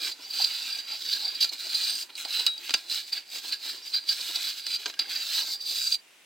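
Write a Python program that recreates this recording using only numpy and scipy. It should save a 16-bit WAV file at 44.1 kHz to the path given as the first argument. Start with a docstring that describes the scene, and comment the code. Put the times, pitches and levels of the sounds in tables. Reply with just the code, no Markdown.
"""An old toothbrush scrubs the charred wick and steel rim of a heater burner, close to the microphone. From the
start, many tiny bristle slips rasp in the char and ring the steel, stroke after stroke. Bent tufts flick free,
and short squeaks, hollow rubs, twangs of the plastic neck and, near 5 s, brief rattles join in: shaped noise or
gliding tones. From the second second on, the head knocks the burner with noise clicks and ringing tones, and at
2.15 s a ringing sound sets in suddenly. Just before the end the sound breaks off abruptly, leaving only a quiet
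room's noise."""
import sys
import numpy as np
from scipy import signal
from scipy.fft import rfft, irfft, next_fast_len
from scipy.io import wavfile
from scipy.ndimage import uniform_filter1d, map_coordinates

SR = 44100
rng = np.random.default_rng(int(sys.argv[2]) if len(sys.argv) > 2 else 0)


def int16_out(signal):
    """Quantize to a 16-bit WAV file."""
    q = np.round(np.clip(np.atleast_2d(signal).T, -1, 1) * 32767)
    wavfile.write(sys.argv[1], SR, q.astype(np.int16))


N = 275625
TIME = np.arange(N) / SR

# strokes of the brush; rise ends at full_press_s, where the hold begins:
# full_press_s, rise_s, hold_s, release_s, steel_ring_db, char_rasp_db, bristle_hiss_db, burner_body_db,
# wall_lift_db (lift of the upper wall resonance)
BRUSH_STROKES = [(0.042, 0.082, 0.037, 0.069, -30.5, -39.5, -38, -56, -2),
                 (0.214, 0.086, 0.032, 0.038, -51, -53, -54, -66, 1),
                 (0.394, .14, 0.031, 0.21, -30.5, -40, -37, -59.5, 3.5),
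                 (0.543, 0.42, 0.26, 0.053, -37.5, -44, -45, -65, -0.5),
                 (0.912, 0.14, 0.027, 0.072, -36.5, -44.5, -48.5, -62.5, 3.5),
                 (1.118, 0.34, 0.055, 0.19, -33.5, -44.5, -40.5, -67, 4),
                 (1.226, 0.23, 0.17, .17, -39, -46.5, -49.5, -59, 5),
                 (1.408, 0.0081, 0.028, 0.079, -29.5, -39.5, -37, -61, -0.5),
                 (1.525, 0.012, 0.011, 0.044, -34, -43, -42, -53.5, -3),
                 (1.606, 0.082, 0.046, 0.14, -36, -44.5, -44.5, -64, -7),
                 (1.757, 0.16, .15, 0.073, -30.5, -40, -38.5, -58, -0.5),
                 (1.971, 0.13, 0.051, 0.049, -39.5, -46, -40, -63.5, 10),
                 (2.096, 0.011, 0.0068, 0.018, -51, -48, -62.5, -62, -7),
                 (2.179, 0.023, 0.045, 0.046, -43, -44, -42, -82, -23),
                 (2.35, 0.18, 0.046, 0.17, -29.5, -39, -38.5, -56, -6),
                 (2.65, .12, 0.12, 0.16, -42, -46.5, -46.5, -63, -8),
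                 (2.916, 0.054, 0.052, 0.094, -30.5, -40.5, -37.5, -60.5, -6),
                 (3.08, 0.031, 0.013, 0.043, -45, -51.5, -47, -72, 3.5),
                 (3.125, .005, 0.046, .06, -36.5, -42, -43, -62.5, 7.5),
                 (3.351, 0.081, 0.035, 0.054, -34, -44.5, -40, -61.5, -3),
                 (3.444, 0.052, 0.049, .08, -39, -47, -44, -63, -4),
                 (3.524, 0.027, 0.014, 0.046, -31.5, -41.5, -43, -63.5, 4.5),
                 (3.656, 0.084, 0.042, 0.16, -33, -44, -41.5, -58, -7),
                 (3.866, .05, 0.031, 0.15, -43, -52.5, -47, -76, 5.5),
                 (3.941, .018, 0.027, 0.036, -28.5, -40, -42.5, -81, 2),
                 (4.094, 0.037, 0.037, 0.046, -29, -44.5, -37, -80, 0),
                 (4.192, 0.2, 0.18, 0.092, -34.5, -43, -41.5, -59.5, -10),
                 (4.43, 0.19, 0.071, 0.12, -34, -40.5, -40, -63.5, 5.5),
                 (4.578, 0.047, 0.019, 0.033, -38.5, -44.5, -44, -63, 0),
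                 (4.709, 0.12, 0.05, 0.026, -33, -42, -41, -62, 3),
                 (4.797, 0.048, 0.094, 0.091, -42, -48.5, -47, -63, -6),
                 (5, 0.017, .01, 0.1, -38, -42.5, -47, -56.5, 6),
                 (5.109, 0.06, 0.12, 0.33, -35.5, -42, -41.5, -66, 2),
                 (5.344, 0.17, 0.052, 0.12, -29.5, -38.5, -35.5, -61.5, -5),
                 (5.513, 0.27, 0.026, 0.033, -32, -49.5, -38.5, -56.5, 4.5),
                 (5.61, 0.01, 0.013, 0.038, -42.5, -65, -47.5, -66, 12),
                 (5.675, .045, 0.052, .1, -32, -48, -40, -61, -1.5),
                 (5.776, 0.15, 0.171, 0.018, -32, -46, -36.5, -70.5, 4.5)]


def scrubbing():
    """Each stroke presses slipping bristles on steel and char; slips clump and bits of char snap."""
    # loudness of each contact across pitch: pitch_hz, relative_level_db (per Hz)
    rim_colour = [(150, -71), (1500, -45.5), (3100, -17), (3800, 1), (4400, 1), (4950, -3.5), (5500, -19.5),
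                  (6300, -30.5), (12000, -58)]
    char_colour = [(120, -64), (500, -29.5), (1130, -19), (1300, -9), (1900, -6.5), (2300, -1), (3400, 1.5),
                   (4200, -15.5), (6000, -36), (12000, -22.5)]
    hiss_colour = [(3000, -24.5), (5400, 7.5), (6300, 2), (8000, 1.5), (9300, -3.5), (11000, -5.5),
                   (12500, -2), (15700, -2.5)]
    body_colour = [(60, -14), (160, -35), (250, 0), (340, 4), (450, -3), (900, 0), (1200, -5), (2500, -21),
                   (8000, -56)]
    # the whole burner shifts on its seat with a soft bump: centre_s, level_db, half_length_s
    bumps = [(.197, -55, 0.0075), (4.876, -46.5, .012), (5.483, -50, 0.0048)]

    power = np.zeros((4, N))
    for start, rise, hold, release, steel_db, char_db, hiss_db, body_db, _ in BRUSH_STROKES:
        press = pressure(start, rise, hold, release)
        power[:3] += np.outer(amp([steel_db, char_db, hiss_db]), press) ** 2
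        # the low body follows the pressure, but swings less
        power[3] += (amp(body_db) * press ** 0.63) ** 2
    steel_gain, char_gain, hiss_gain, body_gain = np.sqrt(power)

    # slow clumping by whole tufts plus quick clumping by single fibres
    clumps_db = 1.2 * wobble(70) - 0.46 * wobble(360)
    # the same slips ring the steel and hiss in the bristles
    steel_slips = slips(rate=7000)
    rim = burner(steel_slips * steel_gain * amp(clumps_db), rim_colour)
    hiss = burner(steel_slips * hiss_gain * amp(0.61 * clumps_db), hiss_colour)

    crumbs = amp(-14) * slips(rate=30)
    char_slips = slips(rate=3500) + crumbs
    char = burner(char_slips * char_gain * amp(clumps_db), char_colour)

    body_slips = slips(rate=1600) * body_gain * amp(3.2 * wobble(45))
    body = burner(body_slips + bursts(bumps), body_colour)
    return rim + char + hiss + body


def pressure(start, rise, hold, release):
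    """Gain of one stroke: the bristles bite, drag with a slight sag and let go."""
    fade_db, sag_db_per_s = 20.5, 4  # gained over the rise and lost over the release; easing in the hold
    t = TIME - start
    fade = np.maximum(-t / rise, 0) + np.maximum((t - hold) / release, 0)
    return amp(-fade_db * np.minimum(fade, 10) - sag_db_per_s * np.clip(t, 0, hold))


def slips(rate):
    """Tiny releases of single bristles, rate a second, of uneven size, in two directions."""
    happens = rng.random(N) < rate / SR
    return unit(happens * rng.standard_normal((2, N)))


def flicks():
    """A whole bent tuft flicks over an edge and lets go within a few milliseconds."""
    # centre_s, level_db
    flick_times = [(0.121, -31), (0.253, -39.5), (.311, -36), (0.341, -30), (0.42, -25.5), (0.4456, -19.5),
                   (.71, -35.5), (1.118, -27), (1.133, -24.5), (1.256, -29), (1.281, -30), (1.351, -33),
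                   (1.412, -19), (1.43, -17), (1.495, -30), (1.751, -25), (2.33, -27.5), (2.397, -25),
                   (2.901, -32), (3.129, -31.5), (4.093, -20), (4.212, -26.5), (4.36, -21), (4.761, -32),
                   (5.099, -34.5), (5.385, -25.5), (5.607, -43), (5.9247, -22), (5.946, -25.5), (5.99, -53)]
    # pitch_hz, relative_level_db (per Hz)
    flick_colour = [(100, -68), (400, -37), (1500, -32), (2600, -15.5), (3800, -4.5), (4600, 5),
                    (5100, -7.5), (6000, -14.5), (8500, -26.5), (10500, -19), (16000, -31)]
    half_length_s = 0.0042
    return burner(bursts([(s, db, half_length_s) for s, db in flick_times]), flick_colour)


def travelling(x, patchy_db, wall_width_hz, plate_width_hz):
    """As the brush moves round the burner, the steel's many resonances trade strength."""
    # lift of the top plate's 8580 Hz resonance, high while the brush lies on the plate: time_s, lift_db
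    plate_lift = [(0, -2), (.65, 2), (1.1, -6), (1.65, 3), (1.8, 8), (2.4, 2.5), (3.1, -0.5), (4.3, 4.5),
                  (5.05, -3), (5.95, 4)]

    # random strength for each patch of pitch and time, smoothed across both
    spectrum = signal.stft(x, nperseg=1024)[2]
    patches = rng.standard_normal(spectrum.shape[1:])
    patches = uniform_filter1d(patches, size=3, axis=0)
    patches = uniform_filter1d(patches, size=10, axis=1)
    patchy = signal.istft(spectrum * amp(patchy_db * unit(patches)), nperseg=1024)[1][:, :N]

    def lift(db, centre, width):
        resonance = filtered(patchy, lambda hz: 1 / (1 + 2j * (hz - centre) / width))
        return (amp(db) - 1) * resonance

    wall_db = curve([(start + hold / 2, db) for start, _, hold, *_, db in BRUSH_STROKES])
    upper_wall = lift(wall_db, 4680, wall_width_hz)
    # where the upper wall resonance is damped, the lower one takes over
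    lower_wall = lift(-0.3 * wall_db, 3980, wall_width_hz)
    plate = lift(curve(plate_lift), 8580, plate_width_hz)
    return patchy + upper_wall + lower_wall + plate


def knocks(click_t60=.02, knock_t60=.03):
    """The head's blow gives a hard click, a hollow knock and a lingering ring of wall and top plate; one sudden
    onset sounds alike."""
    # blows of the head, and at 2.153 s a sudden onset that rings the same way: start_s, click_db, knock_db,
    # plate_ring_db
    blows = [(1.445, -14, -31, -56), (2.1534, -29.5, -51, -39), (2.2499, -23, -32.5, -54),
             (2.4652, -4.5, -27.5, -20.5), (2.4785, -27, -31, -43), (2.5783, -28, -66, -57),
             (2.6938, -27, -26, -54), (2.7063, -21.5, -27.5, -64), (2.739, -7.5, -15, -42),
             (2.7426, -13.5, -17, -48), (4.666, -18.5, -30, -73), (4.8585, -24, -27, -58),
             (4.8615, -33, -25, -61), (4.8992, -45, -32, -59), (4.9393, -50, -36, -65),
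             (4.9919, -16.5, -32, -51), (4.9949, -14, -30.5, -55)]
    # pitch_hz, relative_level_db (per Hz)
    click_colour = [(110, -57), (310, -55), (1480, -49.5), (2520, -11), (4420, 6), (5020, 5), (5820, -15),
                    (8520, -12), (10400, -21.5), (15900, -20)]
    knock_colour = [(85, -60), (165, -33.5), (255, -1.5), (490, -1), (790, -1.5), (1380, 0.5), (2020, 4.5),
                    (2980, 8.5), (4500, 1.5), (6450, -1.5), (11900, -40)]
    # the perforated top plate: pitch_hz, level_db (against plate_ring_db), time_to_fall_60_db_s
    plate_modes = [(2912, -29, .2), (3849, 0, .3), (4727, -18, .3), (8721, -19, .28)]
    # the burner's wall: pitch_hz, level_db (against click_db), time_to_fall_60_db_s
    wall_modes = [(1362, -33, .11), (2412, -34, .11), (2912, -33, .11), (4745, -20, .11)]

    click, knock, ring = np.zeros((3, 2, N + SR))
    t = np.arange(SR // 2) / SR
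    for start, click_db, knock_db, ring_db in blows:
        first = round(start * SR)
        span = slice(first, first + len(t))
        click[:, span] += amp(click_db - 60 * t / click_t60) * rng.standard_normal((2, len(t)))
        knock[:, span] += amp(knock_db - 60 * t / knock_t60) * rng.standard_normal((2, len(t)))
        # the ring moves in one direction only
        ring[0, span] += amp(ring_db) * ringing(plate_modes, t)
        ring[0, span] += amp(click_db) * ringing(wall_modes, t)
    return burner(click[:, :N], click_colour) + burner(knock[:, :N], knock_colour) + ring[:, :N]


def ringing(modes, t, attack=0.0027):
    """Fading tones with a soft onset (attack in s), struck a little differently each time."""
    ring = np.zeros(len(t))
    for hz, db, t60 in modes:
        level_db = db + rng.normal(0, 1)
        ring += amp(level_db - 60 * t / t60) * np.sin(2 * np.pi * hz * t)
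    return ring * (1 - np.exp(-t / attack))


def rubs():
    """The head drags along the bowl and wakes its low, hollow resonance."""
    # centre_s, level_db, half_length_s
    rub_times = [(.402, -42.5, 0.009), (.44, -48.5, 0.011), (.935, -52.5, 0.014), (1.25, -52, 0.021),
                 (2.258, -42.5, 0.0033), (2.275, -51, 0.0056)]
    # pitch_hz, relative_level_db (per Hz)
    bowl_colour = [(150, -36), (550, -12), (800, 4), (950, -2), (1250, -14.5), (4000, -27)]
    return burner(bursts(rub_times), bowl_colour)


def twangs_and_rattles():
    """Twangs of the plastic neck, and near 5 s a few brief rattles: noise, strongest near a few pitches."""
    # centre_s, level_db, half_length_s; the rows at 4.932, 4.971 and 5.052 s are the rattles
    burst_times = [(1.15, -47, 0.015), (3.175, -49, 0.006), (3.535, -45, 0.013), (3.975, -45.5, 0.011),
                   (4.115, -43, 0.011), (4.932, -48, .003), (4.971, -53, 0.007), (5.052, -49.5, 0.0034),
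                   (5.128, -43, 0.0048)]
    # pitch_hz, relative_level_db (per Hz)
    burst_colour = [(600, -20), (1400, -32), (1530, 8), (1670, 11.5), (1850, -35), (2280, 0), (2600, -50),
                    (8000, -83)]
    return burner(bursts(burst_times), burst_colour)


def squeaks(jitter=0.011):
    """One bristle sticks and slips regularly along the steel, at a rising, unsteady pitch."""
    # centre_s, half_length_s, pitch_hz (at the centre), glide_hz_per_s, level_db
    squeak_times = [(0.202, .011, 4880, 6950, -50), (.236, 0.014, 5530, 15200, -45),
                    (.967, .006, 5500, 21800, -45), (3.838, .0086, 5600, 9000, -45)]
    out = np.zeros(N)
    for centre, half, hz, glide, db in squeak_times:
        pitch = (hz + glide * (TIME - centre)) * (1 + jitter * wobble(2200))
        swell = amp(db) * np.exp(-((TIME - centre) / half) ** 2 / 2)
        out += swell * np.sin(2 * np.pi * np.cumsum(pitch) / SR)
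    return out


def burner(force, colour, size=16384):
    """A force of given colour rings the burner's resonances, never ahead of it, at unchanged power."""
    # resonances of the burner: pitch_hz, width_hz, lift_db
    resonances = [(800, 150, 2), (1390, 70, 5), (1595, 80, 7), (2410, 60, 6), (2712, 45, 4), (2910, 30, 6),
                  (3470, 45, 5), (3849, 28, 6), (3970, 90, 5), (4115, 80, 8), (4755, 60, 14), (6260, 90, 5),
                  (6640, 130, 4), (7170, 45, 6), (7850, 110, 6), (8640, 170, 6), (9720, 35, 8),
                  (13710, 50, 8)]
    hz = np.fft.rfftfreq(size, 1 / SR)
    power_lift = 1
    for centre, width, db in resonances:
        power_lift = power_lift + (amp(db) ** 2 - 1) / (1 + (2 * (hz - centre) / width) ** 2)

    # folding the cepstrum makes the response start at once and die away (minimum phase)
    cepstrum = irfft(np.log(amp(along(colour, hz)) * np.sqrt(np.abs(power_lift))))
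    cepstrum[1:size // 2] *= 2
    cepstrum[size // 2 + 1:] = 0
    ring = irfft(np.exp(rfft(cepstrum)))
    return signal.fftconvolve(force, ring[None] / np.linalg.norm(ring), axes=1)[:, :N]


def bursts(rows):
    """Short swells of slips so dense that they are noise; rows of (centre s, level dB, half-length s)."""
    swell = sum(amp(db) * np.exp(-((TIME - s) / half) ** 2 / 2) for s, db, half in rows)
    return swell * slips(rate=SR)


def spread(pair):
    """The two directions of vibration reach the microphone ports differently at each frequency."""
    # pitch_hz, left_right_likeness (1 = the same)
    likeness = [(60, .15), (130, 0.39), (290, .7), (700, 0.91), (1400, 1), (4800, 0.99), (5900, .55),
                (6600, 0.7), (7600, 0.39), (8700, .8), (10400, 0.13), (11300, 0.69), (15000, 0.69)]
    # pitch_hz, left_minus_right_db
    level_lean = [(200, -0.5), (2300, -1), (3200, -5.5), (4500, -2), (5400, -3.5), (6100, 7), (7900, 5),
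                  (9100, 2), (10200, -10.5), (11400, .5), (15000, -3)]
    # pitch_hz, left_lead_radians
    left_lead = [(3000, 0.056), (5600, 0.21), (7600, -0.42), (9500, -1.95), (11200, -.1), (12500, -0.13)]

    def mix(hz):
        turn = np.arccos(np.clip(along(likeness, hz), -1, 1)) / 2
        return np.array([np.cos(turn), np.sin(turn)])

    def ports(hz):
        left_over_right = amp(along(level_lean, hz)) * np.exp(1j * along(left_lead, hz))
        # half of the difference goes to each port
        return left_over_right ** np.array([[.5], [-.5]])

    mid, side = filtered(pair, mix)
    return filtered(np.array([mid + side, mid - side]), ports)


def walls(x, t60):
    """A short echo of the room: fading noise that begins after 4 ms; t60 is its 60 dB fall in s."""
    t = np.arange(SR // 2) / SR
    tail = rng.standard_normal((2, len(t))) * amp(-60 * t / t60) * (t > .004)
    return signal.fftconvolve(x, tail / np.linalg.norm(tail[0]), axes=1)[:, :N]


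def still_air():
    """The quiet room: steady coloured noise, partly shared by left and right."""
    # pitch_hz, relative_level_db (per Hz)
    room_colour = [(25, -23), (130, -18.5), (260, -6.5), (700, -6), (1200, -7), (2700, 0), (5000, -9),
                   (9000, -11), (15500, -20.5)]
    noise = rng.standard_normal((2, N)) + rng.standard_normal(N)
    return unit(filtered(noise, lambda hz: amp(along(room_colour, hz))))


def amp(db):
    """Decibels to gain."""
    return 10 ** (np.asarray(db) / 20)


def unit(x):
    """Scale to an rms (average strength) of 1."""
    return x / np.sqrt(np.mean(x ** 2) + 1e-20)


def along(points, hz):
    """Read (Hz, value) points on a log axis."""
    f, v = np.transpose(points)
    return np.interp(np.log(hz + 1), np.log(f + 1), v)


def curve(points):
    """Join (s, value) points by straight lines, one value per sample."""
    s, values = np.transpose(points)
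    return np.interp(TIME, s, values)


def wobble(rate):
    """A smooth random curve, rate knots a second."""
    return map_coordinates(rng.standard_normal(8192), [TIME * rate], mode="wrap")


def filtered(x, response):
    """Multiply the spectrum of x by a response of frequency."""
    size = next_fast_len(N + SR // 2)
    hz = np.fft.rfftfreq(size, 1 / SR)
    return irfft(rfft(x, size) * response(hz), size)[..., :N]


def scene():
    """The brush on the burner, in a quiet room."""
    strokes = travelling(scrubbing() + flicks(), patchy_db=3.0, wall_width_hz=250, plate_width_hz=470)
    brush = spread(strokes + twangs_and_rattles() + rubs() + knocks()) + squeaks()
    return brush + amp(-13.5) * walls(brush, t60=0.084) + amp(-57.0) * still_air()


def record(dry):
    """Nothing is kept above the band limit."""
    top_hz = 15850
    return filtered(dry, lambda hz: hz < top_hz)


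dry = scene()
out = record(dry)
int16_out(out)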